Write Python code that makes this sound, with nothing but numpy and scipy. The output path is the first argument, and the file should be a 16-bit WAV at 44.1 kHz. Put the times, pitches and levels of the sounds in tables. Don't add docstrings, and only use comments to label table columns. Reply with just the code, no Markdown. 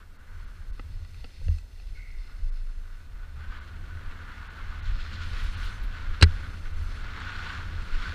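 import sys
import numpy as np
from scipy import signal
from scipy.io import wavfile
from scipy.ndimage import uniform_filter1d

SR = 44100
rng = np.random.default_rng(int(sys.argv[2]) if len(sys.argv) > 2 else 0)


def volts(x):
    e = np.asarray(x, float) / 20
    return 10 ** e


def digitize_waveform(pressure):
    field = np.atleast_2d(pressure).T
    bounded = np.clip(field, -1, 1)
    quanta = np.round(bounded * 32767).astype(np.int16)
    wavfile.write(sys.argv[1], SR, quanta)


N = 359104

# frequency in Hz, width in Hz, gain in dB.
CAVITY = (1465, 47, 8.66)
# time in seconds, level in dB.
PACE = [
    (0.0, -9.5),
    (0.6, -4.5),
    (1.8, -6.5),
    (3.0, -7),
    (3.5, 0),
    (4.7, 1),
    (5.5, 3),
    (6.6, 3),
    (8.14, 5),
]
# frequency in Hz, level in dB, 60 dB decay time in seconds.
STRUCK = [(268, -0.5, 0.04), (470, -3.5, 0.027), (800, -5.5, 0.019), (1370, -6, 0.01), (1550, -0.5, 0.0073),
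          (2000, -1, 0.0071), (2630, 3, 0.013), (3380, -8, 0.014), (4450, -4, 0.0091), (4170, -3, 0.011),
          (6400, -21, .008), (7800, -12, 0.0029)]


def rms_one(x):
    return x / np.sqrt(np.mean(x ** 2) + 1e-20)


def in_time(rows):
    s, *columns = np.transpose(rows)
    return [np.interp(np.arange(N) / SR, s, c) for c in columns]


def drift(rate):
    r = np.exp(-80 * np.pi * rate / SR)
    slow = signal.lfilter([1], [1, -2 * r, r * r], rng.standard_normal(N // 40 + 2002))[2000:]
    return np.interp(np.arange(N) / 40, np.arange(len(slow)), rms_one(slow))


def swells(rows, height):
    t = np.arange(0, N, 40) / SR
    total = sum(height(value) * np.exp(-(2 * (t - s) / length) ** 2) for s, value, length in rows)
    return np.interp(np.arange(N) / SR, t, total)


def evened(x, share, seconds):
    level = np.sqrt(uniform_filter1d(x ** 2, int(seconds * SR)) + 1e-3 * np.mean(x ** 2))
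    return rms_one(x / level ** share)


def resonate(x, hz, width_hz):
    r = np.exp(-np.pi * width_hz / SR)
    poles = [1, -2 * r * np.cos(2 * np.pi * hz / SR), r * r]
    return signal.lfilter(np.array([1, 0, -1]) * (1 - r * r) / 2, poles, x)


def ring(push, hz, t60):
    r, w = volts(-60 / (t60 * SR)), 2 * np.pi * hz / SR
    return signal.lfilter([0, np.sin(w)], [1, -2 * r * np.cos(w), r * r], push + 1e-18)


def grains(per_s, spread_db):
    sizes = volts(spread_db * np.minimum(rng.exponential(1, N), 4)) * rng.choice([-1, 1], N)
    return rms_one(sizes * (rng.random(N) < per_s / SR))


def banded(sources, spectrum, patchy_db, bright_db=0):
    out, plain = 0, 0
    edges = 110 * 2 ** np.arange(0, 7.4, 1 / 3)
    hz_points, db_points = np.transpose(spectrum)
    together = np.tanh(drift(16))
    for k, (low, high) in enumerate(zip(edges, edges[1:])):
        hz = np.sqrt(low * high)
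        band = signal.sosfilt(signal.butter(2, [low, high], "band", fs=SR, output="sos"), sources[k % 2])
        level_db = np.interp(np.log(hz), np.log(hz_points), db_points)
        band *= volts(level_db + patchy_db * (together + drift(58)))
        plain = plain + np.mean(band ** 2)
        if hz > CAVITY[0]:
            band = band * volts(bright_db * min(np.log2(hz / CAVITY[0]), 1.3))
        out = out + band
    return out / np.sqrt(plain)


def snow():
    # time in seconds, load in dB, edge angle as spray brightness in dB.
    glide = [(0.0, -68, -17), (0.45, -59, -15), (1.0, -60.5, -5), (1.7, -73, 25), (2.13, -66.5, -14),
             (2.8, -63.5, -10), (3.3, -58.5, -9), (3.8, -53.5, -9.5), (4.5, -47.5, -14),
             (4.95, -50.5, -3.5), (5.5, -46.5, 0.5), (5.85, -51.5, -7.5), (6.35, -47, -6),
             (6.72, -53.5, -6.5), (7.19, -42, -7.5), (7.55, -40, -6.5), (7.66, -46.5, -8),
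             (8.14, -51, -1.5)]
    # time in seconds, load change in dB, length in seconds.
    digs = [(0.0, 14, 0.084), (.28, 5, 0.27), (1, -5.5, 0.57), (2.3, 7, 0.14), (2.94, 4, 0.14),
            (3.07, -2, 0.11), (3.232, 2, 0.082), (3.33, -2.5, .06), (3.41, 6, .1), (3.55, 8.5, 0.15),
            (3.8, -3, 0.038), (3.85, 0, 0.04), (4.12, 2.5, 0.087), (4.35, 1.2, 0.11), (5.01, 1.5, 0.19),
            (5.23, 2.8, 0.058), (5.4, 3.5, 0.066), (5.51, -4, 0.05), (5.68, 3, 0.35), (6, 4, 0.18),
            (6.28, -2, 0.13), (6.6, -5.5, 0.038), (6.662, 3.5, 0.041), (7.0, -1.5, 0.25), (7.13, 0, 0.1),
            (6.145, 5, 0.016), (7.27, 1.5, 0.11), (7.51, 1, 0.053), (7.78, 0, 0.041), (7.94, 2, 0.07),
            (8.05, 10.5, 0.21)]
    # time in seconds, brightness in dB, length in seconds.
    crusts = [
        (3.687, 5.5, 0.023),
        (3.85, 2, 0.027),
        (4.872, 4, 0.044),
        (5.012, 5.5, 0.042),
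        (5.146, 4.5, 0.039),
        (5.228, 2.5, 0.072),
        (5.39, 0.5, 0.051),
        (5.465, 1.5, 0.019),
        (5.664, 4, .08),
        (5.905, 0.5, 0.032),
    ]
    # frequency in Hz, density in dB per Hz.
    hiss_spectrum = [(350, -41), (600, -28.5), (1100, -1.5), (1460, 0), (1700, -2), (2290, -6.5),
                     (4190, -11.5), (5630, -27.5), (6160, -25), (7400, -39), (8600, -60)]
    # frequency in Hz, density in dB per Hz.
    rumble_spectrum = [(110, -13), (150, 3), (220, 1.5), (300, -6.5), (480, -9), (700, -13.5),
                       (1000, -23.5), (3000, -48)]
    load_db, spray_db = in_time(glide)
    dig_db = swells(digs, float)
    load_db = load_db + dig_db
    rumble_db = -56 + in_time(PACE)[0] + 0.11 * (load_db - load_db.mean())
    burst_db = swells(crusts, float) - 0.15 * dig_db
    bright_db = 0.49 * (np.clip(spray_db, -14, 4) + 5.5) + burst_db

    crystals = [rng.standard_normal(N) + 0.57 * grains(1500, spread_db=7.0) for side in range(2)]
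    hiss = banded(crystals, hiss_spectrum, patchy_db=0.93, bright_db=bright_db)
    rumble = volts(rumble_db) * banded(crystals, rumble_spectrum, patchy_db=1.3)

    hz, width_hz, db = CAVITY
    waver_hz, waver_db = 29.6, 1
    flex = .5 + .5 * np.tanh(drift(6.9))
    sung = flex * resonate(hiss, hz + waver_hz, width_hz)
    sung += (1 - flex) * resonate(hiss, hz - waver_hz, width_hz)
    hiss += (volts(db + 0.5 + waver_db * drift(23.5)) - 1) * sung
    return volts(load_db + 1.0) * hiss + rumble


def wind():
    # time in seconds, level in dB, length in seconds.
    gusts = [(.43, -43, 0.24), (.7, -32, 0.17), (.97, -34.5, 0.1), (1.22, -31.5, 0.072), (1.5, -30.5, 0.18),
             (1.9, -34, 0.21), (2.15, -36.5, 0.2), (2.38, -37, 0.27), (2.68, -46.5, 0.39),
             (3.19, -39, 0.17), (3.5, -38, 0.085), (4.08, -31, 0.042), (4.67, -32, 0.1), (4.92, -25, 0.17),
             (5.33, -32.5, 0.21), (5.46, -26.5, 0.095), (5.65, -29, 0.097), (5.85, -26.5, 0.11),
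             (6.1, -27.5, 0.11), (6.3, -26, 0.12), (6.78, -32, 0.29), (7.03, -38, 0.091), (7.68, -44, 0.17),
             (7.8, -30, 0.072), (7.96, -25.5, 0.13)]
    # time in seconds, level in dB, length in seconds.
    bumps = [(.4, -47.5, 0.15), (.91, -36, 0.12), (1.05, -42.5, 0.12), (1.17, -45, 0.098),
             (1.44, -36, 0.071), (1.95, -49.5, 0.15), (2.43, -45, 0.085), (2.59, -49, 0.064),
             (2.79, -59, 0.057), (3.06, -44, 0.11), (3.38, -35.5, 0.068), (3.83, -45.5, 0.19),
             (3.94, -39, 0.045), (4.04, -41, 0.039), (4.17, -54, 0.12), (4.83, -40.5, 0.12),
             (5.27, -40.5, 0.7), (5.57, -50, 0.29), (6.3, -41.5, 0.3), (6.66, -45.5, 0.35),
             (6.82, -44, 0.056), (7.2, -49, 0.77), (7.62, -52, 0.096), (7.76, -46, 0.069),
             (8.09, -42, 0.12)]
    mount_hz, mount_width_hz, lull_db = 78.5, 9.6, -1
    pace_db, = in_time(PACE)
    buffet = volts(-40.5 + 0.52 * pace_db + lull_db * drift(2.4)) + swells(gusts, volts)
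    shake = volts(-44 + 0.91 * pace_db + lull_db * drift(5.8)) + swells(bumps, volts)

    push = rng.standard_normal((2, N + SR))
    lumps = signal.sosfilt(signal.butter(2, [14, 37], "band", fs=SR, output="sos"), push[0])
    swing = resonate(push[1], mount_hz, mount_width_hz)
    heavy = signal.butter(2, 60, fs=SR, output="sos")
    steep = signal.butter(4, 110, fs=SR, output="sos")
    lumps = signal.sosfilt(heavy, buffet * evened(lumps[SR:], 0.51, 0.093))
    swing = signal.sosfilt(steep, shake * evened(swing[SR:], 0.26, 0.041))
    flutter = rms_one(resonate(resonate(push[0], 188.0, 42), 188.0, 42)[SR:])
    return lumps + swing + volts(-34.0) * uniform_filter1d(shake, SR // 2) * flutter


def self_noise():
    # frequency in Hz, density in dB per Hz.
    noise_spectrum = [(71, -31), (120, -22), (339, -11), (955, -18.5), (1430, -21), (4220, -26.5),
                      (9000, -30), (15500, -32.5)]
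    return volts(-65) * banded(rng.standard_normal((2, N)), noise_spectrum, patchy_db=.25)


def held(start, length, height):
    t = np.arange(0, N, 40) / SR
    start, length = start[:, None], length[:, None]
    edge_s = 0.069
    shape = np.clip(np.minimum(t - start, start + length - t) / edge_s + .5, 0, 1)
    return np.interp(np.arange(N) / SR, t, np.max(shape * height[:, None], axis=0))


def strap():
    # frequency in Hz, width in Hz, level in dB.
    shell_modes = [(1970, 100, 4.5), (2700, 280, -1), (3600, 260, -3), (4300, 240, 1), (5230, 240, -3),
                   (6125, 200, -4.5), (7640, 580, -15.5), (8400, 280, -11), (9840, 1900, -15.5)]
    # start in seconds, length in seconds, level in dB,
    # pressure in dB that favours the lower resonances.
    drags = [(0.34, 0.53, -80, -4), (0.704, 0.71, -81, 13), (1.06, 0.35, -75, 11.5), (1.403, 0.21, -70, 7),
             (1.6, .17, -80, 4), (1.716, 0.89, -77.5, 12.5), (2.3, 0.76, -80.5, 4), (3.595, 1.4, -83, -15),
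             (4.92, 0.21, -80.5, 30), (5.225, 0.19, -68, 7), (5.374, 0.41, -66, -7), (5.848, 0.36, -81, 6),
             (6.242, 0.48, -71.5, 2), (6.747, 0.27, -69, 5), (7.328, 0.48, -75, 7), (7.8, .4, -71.5, 4)]
    # start in seconds, level in dB, frequency in Hz, width in Hz, fade in seconds.
    squeaks = [
        (1.945, -55.5, 2140, 150, 0.18),
        (1.96, -58.5, 1514, 60, 0.057),
        (1.96, -57.5, 2060, 150, 0.32),
    ]
    start, length, drag_db, pressure_db = np.transpose(drags)
    rest_db = -83
    slip = volts(1.5 * drift(13))
    friction = rng.standard_normal(N) + 0.4 * grains(900, spread_db=4.0)
    friction = signal.sosfilt(signal.butter(2, 1500, "high", fs=SR, output="sos"), friction)
    modes = [(-1) ** k * volts(db) * resonate(friction, hz, width)
             for k, (hz, width, db) in enumerate(shell_modes)]
    low, high = rms_one(sum(modes[:5])), rms_one(sum(modes[5:]))
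    pressed = held(start, length, volts(drag_db + 0.57 * pressure_db + 4.5))
    dragged = held(start, length, volts(drag_db))
    out = (volts(rest_db + 9) + pressed) * slip * low + (volts(rest_db) + dragged) * volts(0.5) * high
    for s, db, hz, width, fade in squeaks:
        age = np.maximum(np.arange(N) / SR - s, 0) / fade
        shape = np.minimum(age * 12, 1) * np.exp(-age ** 1.9)
        tone = resonate(resonate(friction, hz, width), hz, width)
        out += volts(db) * shape * evened(tone, 1.0, 0.029)
    return out


def puffs():
    # time in seconds, level in dB, length in seconds.
    clouds = [
        (.68, -70, .03),
        (5.39, -65, .04),
        (5.44, -60, .03),
        (5.59, -64, .04),
        (5.65, -60, .05),
        (5.84, -59, .028),
        (6.229, -48, .012),
        (6.84, -66, .04),
    ]
    dust = signal.sosfilt(signal.butter(2, 8000, "high", fs=SR, output="sos"), rng.standard_normal(N))
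    return swells(clouds, volts) * dust


def contacts(rows, modes, crack_db):
    out, soft = np.zeros(N), signal.butter(2, [600, 7000], "band", fs=SR, output="sos")
    t = np.arange(SR // 8) / SR
    for s, peak_db, bright_db, length, body_db in rows:
        at = round(s * SR)
        rise = np.minimum(t / length / 0.26 + 0.27, 1)
        fall = np.exp(-(t / max(length, 3e-4)) ** 2)
        chatter = signal.sosfilt(soft, rng.standard_normal(len(t)) * rise * fall)
        luck = rng.normal(0, 1.5, len(modes))
        hit = volts(crack_db) * chatter / np.max(np.abs(chatter))
        for (hz, db, t60), luck_db in zip(modes, luck):
            tilt_db = body_db if hz < 1000 else bright_db * np.log2(max(hz, 1800) / 2000)
            mode = ring(chatter, hz, t60)
            hit = hit + volts(db + luck_db + tilt_db) * mode / np.max(np.abs(mode))
        out[at:at + len(t)] += volts(peak_db) * hit / np.max(np.abs(hit))
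    return out


def strap_ticks():
    # time in seconds, peak in dB, brightness in dB per octave, contact length in seconds,
    # body in dB of the modes under 1 kHz.
    ticks = [(.7945, -34.5, -12, 0.0047, 3), (1.2425, -34, -4, 0.005, 2), (1.415, -50, -12, .003, 14),
             (1.4825, -34, 0, 0.0021, 4.5), (1.048, -43, 6, 0.0032, -10), (1.144, -43, 4, 0.0022, -8),
             (1.584, -41.5, 7, 0.0022, -7), (1.799, -45, -2, 0.0028, -10), (2.296, -48, -8, 0.0028, -9),
             (3.233, -52, -6, 0.0017, -6), (3.523, -42, -12, .002, -7), (5.333, -32.5, -3, 0.0021, -2),
             (6.658, -45, -8, .002, -6), (7.949, -39, -8, .002, 0)]
    return contacts(ticks, STRUCK, crack_db=-11)


def pings(rows):
    out, t = np.zeros(N + SR), np.arange(SR // 8) / SR
    touch_s, t60_s = 0.0026, 0.041
    for s, db, hz in rows:
        decay = volts(-60 * t / t60_s * max(hz / CAVITY[0], 1) ** 0.87)
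        shape = (1 - np.exp(-t / touch_s * 3)) * decay
        out[round(s * SR):][:len(t)] += volts(db - 4.5) * shape / shape.max() * np.sin(2 * np.pi * hz * t)
    return out[:N]


def buckle_taps():
    # time in seconds, peak in dB, frequency in Hz.
    taps = [(.796, -36, 265), (.7958, -40, 2030), (1.196, -56, 900), (1.2428, -43, 4620),
            (1.2435, -42, 1350), (1.244, -42, 260), (1.414, -49, 500), (1.483, -44, 760),
            (1.508, -56, 1150), (6.2155, -22, 4550), (6.2365, -19, 4550), (6.237, -19, 1950),
            (6.2245, -7, 2780), (6.2255, -18, 1390), (6.227, -24, 430)]
    return pings(taps)


def jolts():
    # time in seconds, level in dB, frequency in Hz (negative if
    # pushed backwards), 60 dB decay time in seconds, push length in seconds.
    pushes = [
        (1.467, -17.5, 79, 0.47, 0.0075),
        (1.485, -19, 38, 0.53, 0.011),
        (1.491, -17.5, 81.5, 0.34, 0.004),
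        (2.429, -19, 26, 1.9, .01),
        (6.2185, -15.5, 95, 0.073, .001),
        (6.2245, -10, -105, 0.065, .001),
        (6.2291, -1.5, 81.5, 0.19, 0.00041),
        (6.241, -12, 41, 0.17, 0.0034),
        (7.093, -47, 69, .25, .005),
    ]
    out = np.zeros(N)
    for s, db, hz, t60, length in pushes:
        at, touch = round((s - length / 2) * SR), np.hanning(int(length * SR) + 3)
        push = np.zeros(min(2 * SR, N - at))
        push[:len(touch)] = volts(db) * touch / touch.sum()
        out[at:at + len(push)] += ring(push, hz, t60)
    return out


def ice_pellets():
    # time in seconds, peak in dB, brightness in dB per octave, contact length in seconds,
    # body in dB of the modes under 1 kHz.
    pellets = [
        (1.586, -48, 14, .003, -20),
        (4.881, -45, 14, .002, -20),
        (7.203, -42, 14, .003, -20),
        (7.823, -46, 14, .002, -20),
    ]
    return contacts(pellets, STRUCK, crack_db=-30)


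def crust_flecks():
    # time in seconds, peak in dB, frequency in Hz.
    flecks = [(3.2326, -42, 1470), (3.5229, -34, 1250), (3.8392, -40, 1470), (3.9729, -37, 1520),
              (4.2043, -53, 1450), (4.3146, -53, 1430), (4.4448, -47, 1470), (4.5805, -38, 1400),
              (4.8594, -38, 1500), (4.997, -34, 1430), (5.1163, -40, 1520), (5.1901, -36, 1510),
              (5.6397, -44, 1360), (5.9688, -45, 1410), (6.1444, -31, 1340), (6.265, -33, 1460),
              (6.4567, -45, 1460), (6.6583, -38, 1490), (7.0658, -42, 1460), (7.1791, -35, 1580),
              (7.269, -28, 1500), (7.3592, -33, 1380), (7.463, -26, 1450), (7.4995, -29, 1570),
              (7.7787, -37, 1440), (7.8965, -36, 1370), (7.9493, -33, 1480), (7.9982, -36, 1450),
              (8.0551, -27, 1510)]
    return pings(flecks)


def branch_whip():
    # time in seconds, peak in dB, brightness in dB per octave, contact length in seconds,
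    # body in dB of the modes under 1 kHz.
    blows = [
        (6.2118, -18.5, 5, 0.0058, 13),
        (6.2241, -3, 4, 0.0087, 7),
        (6.2345, -13, -4, 0.0071, 2),
    ]
    # frequency in Hz, level in dB, 60 dB decay time in seconds.
    whipped_modes = [(181, -12, 0.17), (294, -25.5, 0.04), (410, -19.5, 0.05), (960, -23, 0.016),
                     (1440, -14, 0.022), (1680, -4.5, 0.011), (2230, -5, 0.0037), (2950, -14, 0.0052),
                     (3240, -7, 0.0054), (2620, -15, 0.0091), (4090, 0, 0.0068), (4660, -16, 0.004),
                     (6300, -25, 0.0027), (8200, -17, 0.0021)]
    return contacts(blows, whipped_modes, crack_db=-12)


def scene():
    own = self_noise()
    shell = strap() + strap_ticks()
    shell += branch_whip()
    shell += ice_pellets() + jolts() + crust_flecks() + buckle_taps()
    return (wind() + snow() + shell + puffs() + own)[None]


def low_pass(x):
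    return signal.sosfilt(signal.butter(12, 16160, fs=SR, output="sos"), x)


def record(dry):
    # time in seconds, lower limit in Hz, gain in dB.
    thinned = [(.18, 5000, -12), (.46, 6000, -10), (.72, 2500, -12), (2.51, 2500, -12), (3.6, 4500, -10),
               (4.49, 4500, -12), (4.815, 4000, -13), (5.562, 5200, -10), (.65, 13000, -20),
               (.8, 13000, -20), (.98, 13000, -25), (1.83, 13000, -25), (2.4, 13800, -25),
               (2.422, 12800, -25), (2.45, 14300, -20), (2.485, 12800, -25), (2.525, 12800, -30),
               (2.59, 12800, -30), (2.612, 13000, -20), (2.695, 12800, -30), (2.715, 13800, -30),
               (2.732, 12800, -30), (2.762, 12800, -30), (3.32, 13000, -30)]
    rounded = 1.05 * np.tanh(dry / 1.05)
    out = signal.sosfiltfilt(signal.ellip(12, .5, 50, 15250, fs=SR, output="sos"), rounded)
    fade = np.minimum(1.1 * np.hanning(1536), 1)
    for s, hz, db in thinned:
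        at = round(s * SR) - 768
        treble = signal.butter(8, hz, "high", fs=SR, output="sos")
        top = signal.sosfiltfilt(treble, out[:, at:at + 1536])
        out[:, at:at + 1536] -= (1 - volts(db)) * fade * top
    return low_pass(out)


dry = scene()
out = record(dry)
digitize_waveform(out)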